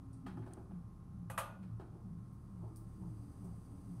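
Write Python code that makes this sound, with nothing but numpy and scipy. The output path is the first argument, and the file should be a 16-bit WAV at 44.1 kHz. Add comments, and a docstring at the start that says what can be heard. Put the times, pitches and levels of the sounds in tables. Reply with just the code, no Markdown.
"""A large room with a hard floor, where a mobility scooter manoeuvres slowly, heard in mono.
Its weak motor whirrs and hisses as it rolls, small controls tick, seat and steering column knock,
the brake snaps twice and the tyres scrub in the turn. Each knock and snap rings on into the room.
In the background the ventilation hums and a low throb sweeps down about twice a second."""
import sys
import numpy as np
from scipy import signal
from scipy.fft import rfft, irfft
from scipy.io import wavfile

SR = 44100
rng = np.random.default_rng(int(sys.argv[2]) if len(sys.argv) > 2 else 0)


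def to_wav(s):
    """Save 16-bit WAV."""
    ch = np.atleast_2d(s).T  # columns
    pcm = np.round(np.clip(ch, -1, 1) * 32767)  # PCM
    wavfile.write(sys.argv[1], SR, pcm.astype(np.int16))


N = 176400
T = np.arange(N) / SR
BIN_HZ = np.arange(N // 2 + 1) * SR / N
BASS_HZ, MIDDLE_HZ, TREBLE_HZ = 600, 2400, 9000

# The room's decay: frequency_hz, t60_s
ROOM_DECAY = [(250, 0.68), (600, 0.64), (1300, 0.32), (2600, 0.39), (5000, 0.36), (9000, 0.23),
              (15000, 0.27)]


def from_db(db):
    """Decibels to gain."""
    return 10 ** (np.asarray(db) / 20)


def at_hz(points, hz):
    """Read a table on a log-frequency axis."""
    point_hz, value = np.transpose(points)
    return np.interp(np.log(np.maximum(hz, 1)), np.log(point_hz), value)


def in_time(rows):
    """Each column of a curve at every sample."""
    time_s, *columns = np.transpose(rows)
    return [np.interp(T, time_s, column) for column in columns]


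def add(out, start_s, sound):
    """Mix a sound in from start_s."""
    start = int(start_s * SR)
    out[start:start + len(sound)] += sound[:N - start]


def noise(colour):
    """Steady noise with a spectrum in dB per Hz."""
    return irfft(rfft(rng.standard_normal(N)) * from_db(at_hz(colour, BIN_HZ)), N) * np.sqrt(SR / 2)


def waver(width_hz):
    """Random drift in strength and phase: complex, rms about 1."""
    step, settle = 40, 2000
    pole = np.exp(-step * np.pi * width_hz / SR)
    white = rng.standard_normal((2, N // step + settle + 2))
    slow = signal.lfilter([1], [1, -2 * pole, pole * pole], white[0] + 1j * white[1])[settle:]
    return np.interp(np.arange(N) / step, np.arange(len(slow)), slow / np.std(slow))


def swell(length_s):
    """Time axis and a rounded rise and fall."""
    t = T[:int(length_s * SR)]
    return t, np.sin(np.pi * t / length_s)


def octaves(sound):
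    """Split a sound into (centre_hz, band) pairs that add up to the whole."""
    centres = 250 * 2. ** np.arange(7)
    spectrum = rfft(sound)
    return [(hz, irfft(spectrum * at_hz(np.c_[centres, centres == hz], BIN_HZ), N)) for hz in centres]


def ripple(sound, depth_db, spacing_hz=68.2):
    """Dense small resonances at chance pitches, shallower in the bass."""
    peaks = np.interp(BIN_HZ / spacing_hz, np.arange(1024), rng.standard_normal(1024))
    gain = from_db(depth_db * np.clip(peaks, -2, 2) * np.minimum(BIN_HZ / MIDDLE_HZ, 1))
    return irfft(rfft(sound) * gain / np.sqrt(np.mean(gain ** 2)), N)


def blows(hits, colour, modes, ripple_db, crack_db, crack_s, attack_s, echo_s=0.0089, echo_db=-3):
    """Each blow is a crack, its first reflection, the room's tail and the body's ringing modes."""
    t, out = T[:SR], np.zeros(N)
    tone_hz = (BASS_HZ, MIDDLE_HZ, TREBLE_HZ)
    rise = np.minimum(t / attack_s, 1)
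    crack_power = from_db(crack_db) ** 2 * np.exp(-t / crack_s)
    echo_power = from_db(echo_db) ** 2 * np.interp(t - echo_s, t, rise * crack_power, left=0)
    for hz, band in octaves(ripple(noise(colour), ripple_db)):
        tail_power = from_db(-60 * t / at_hz(ROOM_DECAY, hz)) ** 2
        shape = rise ** 2 * (crack_power + echo_power + tail_power)
        power = np.zeros(N)
        for start_s, *tone_db, _ in hits:
            add(power, start_s, shape * from_db(at_hz(np.c_[tone_hz, tone_db], hz)) ** 2)
        out += band * np.sqrt(power)
    for hz, level_db, t60_s in modes:
        ring = rise * from_db(level_db - 60 * t / t60_s) * np.exp(2j * np.pi * hz * t)
        rings = np.zeros(N, complex)
        for start_s, *tone_db, ring_db in hits:
            gain = from_db(ring_db + at_hz(np.c_[tone_hz, tone_db], hz))
            add(rings, start_s, gain * ring * np.exp(2j * np.pi * rng.random()))
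        out += np.real(rings * (1 + waver(width_hz=39.8))) / np.sqrt(2)  # reflections make it beat
    return out


def ventilation():
    """Air rumbles in the background, with hums and faint whines, each part steady, part wavering."""
    # Room air: frequency_hz, density_db
    air = [(22, -114), (40, -84.5), (55, -83.5), (90, -78.5), (140, -78), (180, -74.5), (230, -86),
           (300, -87), (400, -95.5), (500, -103), (950, -104), (1280, -102), (1550, -114), (2100, -120),
           (3200, -125), (6000, -124), (7400, -128), (8800, -123), (12000, -128), (15000, -135)]
    # Hums and whines: pitch_hz, level_db, width_hz, wavering_share
    hums = [(40, -63, 5, 0.3), (74.05, -60.5, 8.6, 0.4), (112.2, -55.5, 16, 0.6), (798, -84.5, 9.9, .9),
            (1066, -79, 8.3, 0.2), (1190, -90, 13, .9), (10090, -93.5, 140, .6)]
    out = noise(air)
    for hz, level_db, width_hz, share in hums:
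        strength = np.sqrt(1 - share ** 2) + share * waver(width_hz)
        tone = np.exp(2j * np.pi * (hz * T + rng.random()))
        out += np.sqrt(2) * from_db(level_db) * np.real(strength * tone)
    return out


def drive():
    """A rough whirr follows the motor's speed; gears sing and tyres hiss while the scooter rolls."""
    # Motor whirr: time_s, pitch_hz, level_db
    motor = [(0, 268, -62.5), (.25, 264, -56), (.6, 255, -68), (.9, 245, -81), (2.5, 320, -83),
             (2.72, 325, -67.5), (3.05, 320, -63), (3.25, 284, -63), (3.55, 280, -68), (3.76, 280, -59),
             (4, 283, -62.5)]
    # Gears and tyres rolling: time_s, gain_db
    rolling = [(0, -18), (.6, -7.5), (.9, -26), (2.2, -12), (2.6, -8), (2.9, -4), (3.3, 0), (3.6, -1.5),
               (4, 0.5)]
    # Rolling hiss: frequency_hz, density_db
    hiss_colour = [(200, -86), (380, -92.5), (500, -100), (900, -104), (1500, -115), (2500, -122),
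                   (4100, -125), (4800, -118), (5400, -126), (6100, -117), (7200, -124), (8500, -111),
                   (9600, -113), (11000, -122), (13500, -123), (15000, -128)]
    roughness, flutter, gear_hz = 1.36, 0.13, 4760
    whirr_hz, whirr_db = in_time(motor)
    rolling_db, = in_time(rolling)
    turns = np.cumsum(whirr_hz) / SR
    whirr = np.real((1 + roughness * waver(width_hz=20.6)) * np.exp(2j * np.pi * turns))
    gears = from_db(-88) * np.real(waver(width_hz=290) * np.exp(2j * np.pi * gear_hz * T))
    hiss = noise(hiss_colour) * (1 + flutter * np.real(waver(width_hz=57)))
    return from_db(whirr_db) * whirr + from_db(rolling_db) * (gears + hiss)


def control_ticks():
    """Tiny bright contacts, over in a millisecond or two, with a tail from the room."""
    # Ticks of the controls: start_s, gain_db, tail_gain_db, top_gain_db
    ticks = [(.130, -19, 10, -14), (0.5351, 3, -19, -21), (0.541, -20, -13, -12), (2.326, -33, 9, 19),
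             (2.7600, -8, 2.5, 11), (2.77, -9, -3, 13)]
    # A tick's spectrum: frequency_hz, density_db
    tick_colour = [(2500, -118), (3700, -102), (4600, -90), (6500, -93), (7600, -91), (9000, -78.5),
                   (11000, -94), (15000, -101)]
    contact_s, top_shelf_hz = 0.00061, (9500, 12500)
    t, out = T[:SR // 2], np.zeros(N)
    tail = from_db(-14 - 60 * t / at_hz(ROOM_DECAY, TREBLE_HZ))
    for start_s, gain_db, tail_db, top_db in ticks:
        colour = [(hz, db + np.interp(hz, top_shelf_hz, [0, top_db])) for hz, db in tick_colour]
        shape = np.sqrt(np.exp(-t / contact_s) + (from_db(tail_db) * tail) ** 2)
        add(out, start_s, from_db(gain_db) * shape * noise(colour)[:len(t)])
    return out


def throbs():
    """Behind the scooter, each low throb slides down in pitch and ends in a short boom."""
    # Throbs: start_s, sweep_gain_db, boom_gain_db
    pulses = [(0.237, 1.5, 1), (.665, 2.5, -2), (1.125, 0, -0.5), (1.574, -0.5, 1.5), (2.029, 3, -9),
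              (2.485, 1.5, -1.5), (2.941, 3, 2), (3.375, -1, -4), (3.825, 1, 1.5)]
    start_hz, fall_hz_per_s, roughness = 202.8, 254, 0.6
    boom_hz, boom_delay_s = 112.3, 0.115
    sweeps, booms = np.zeros(N, complex), np.zeros(N)
    for start_s, sweep_db, boom_db in pulses:
        t, shape = swell(length_s=0.2)
        turns = start_hz * t - fall_hz_per_s * t ** 2 / 2 + rng.random()
        add(sweeps, start_s, from_db(sweep_db - 49) * shape * np.exp(2j * np.pi * turns))
        t, shape = swell(length_s=0.12)
        boom = shape * np.sin(2 * np.pi * (boom_hz * t + rng.random()))
        add(booms, start_s + boom_delay_s, from_db(boom_db - 45.5) * boom)
    return np.real(sweeps * (1 + roughness * waver(width_hz=65))) + booms


def frame_knocks():
    """Seat and steering column knock and set the frame ringing."""
    # Knocks: start_s, bass_db, middle_db, treble_db, extra_ring_db
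    knocks = [(.262, -2, 3.5, 1.5, 0), (.369, -5.5, -11.5, -12, 5.5), (.420, -13, -7, -31, -2),
              (.461, -2, -12, -6, 0.5), (.508, -15, -7.5, -31, -2), (.568, -0.5, -19.5, -25, -3.5),
              (.708, -11.5, -15, -28, -4), (1.6255, -14, -10, -9, -14), (1.7955, -0.5, -8, -7.5, -1),
              (1.945, -5, -33, -23, -4.5), (2.632, -6, -32, -24, 1.5), (3.443, -12, -35, 3, 3)]
    # A knock's spectrum: frequency_hz, density_db
    colour = [(200, -83), (350, -84.5), (480, -89), (750, -85), (1400, -89), (2200, -99), (3300, -105.5),
              (4500, -107), (7000, -116), (8600, -107), (10500, -116), (15000, -122)]
    # Modes of the frame: pitch_hz, level_db, t60_s
    modes = [(325, -49, 0.3), (371.5, -56, 0.57), (693, -58.5, 0.14), (841, -56.5, 0.3), (1246, -55.5, .1),
             (1726, -57, 0.052), (3235, -71, .36)]
    return blows(knocks, colour, modes, ripple_db=1, crack_db=-1, crack_s=0.0077, attack_s=0.0037)


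def brake_snaps():
    """The brake snaps twice in quick succession and its housing rings."""
    # Snaps: start_s, bass_db, middle_db, treble_db, extra_ring_db
    snaps = [(1.2982, -13, -20.5, -17, 4.5), (1.3762, -3, -5, -5.5, -1.5)]
    # A snap's spectrum: frequency_hz, density_db
    colour = [(300, -90), (440, -85.5), (540, -68.5), (700, -72.5), (1150, -65), (1500, -72), (2000, -78),
              (3100, -80.5), (5200, -92), (7000, -87), (9000, -80.5), (11500, -81.5), (14200, -92),
              (15500, -99)]
    # Modes of the brake housing: pitch_hz, level_db, t60_s
    modes = [(529, -46.5, 0.28), (665, -44, 0.27), (852, -45.5, 0.32), (1004, -48, 0.1), (1211, -32, 0.29),
             (1230, -49, 0.42), (1443, -52.5, 0.86), (1624, -31, 0.039), (1930, -34.5, 0.038),
             (2480, -51.5, 0.51), (2630, -59, 0.58), (2990, -45, 0.064), (3280, -53, 0.27),
             (6200, -54, 0.24), (8170, -54, 0.34), (9631, -59, 0.31), (10250, -58, 0.2), (11100, -53, 0.26),
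             (11500, -54, 0.28)]
    return blows(snaps, colour, modes, ripple_db=1.5, crack_db=5, crack_s=0.0079, attack_s=0.0033)


def tyre_scrubs():
    """Rubber twists on the floor in soft swells as the scooter turns."""
    # Scrubs: start_s, length_s, gain_db
    scrubs = [(2.586, 0.15, -8.5), (2.985, 0.13, -11.5), (3.421, 0.11, -10.5)]
    # Rubber on the floor: frequency_hz, density_db
    colour = [(200, -100), (380, -78.5), (480, -87.5), (700, -85), (950, -84.5), (1400, -105), (2500, -120),
              (6000, -135)]
    level = np.zeros(N)
    for start_s, length_s, gain_db in scrubs:
        add(level, start_s, from_db(gain_db) * swell(length_s)[1])
    return level * noise(colour)


def scene():
    """The scooter over the room's background, at one microphone."""
    scooter = brake_snaps() + frame_knocks() + control_ticks() + drive() + tyre_scrubs()
    return (scooter + throbs() + ventilation())[None]


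def record(dry):
    """The top is cut steeply above 15.6 kHz."""
    return signal.sosfilt(signal.ellip(10, .1, 80, 15600, fs=SR, output="sos"), dry)


dry = scene()
out = record(dry)
to_wav(out)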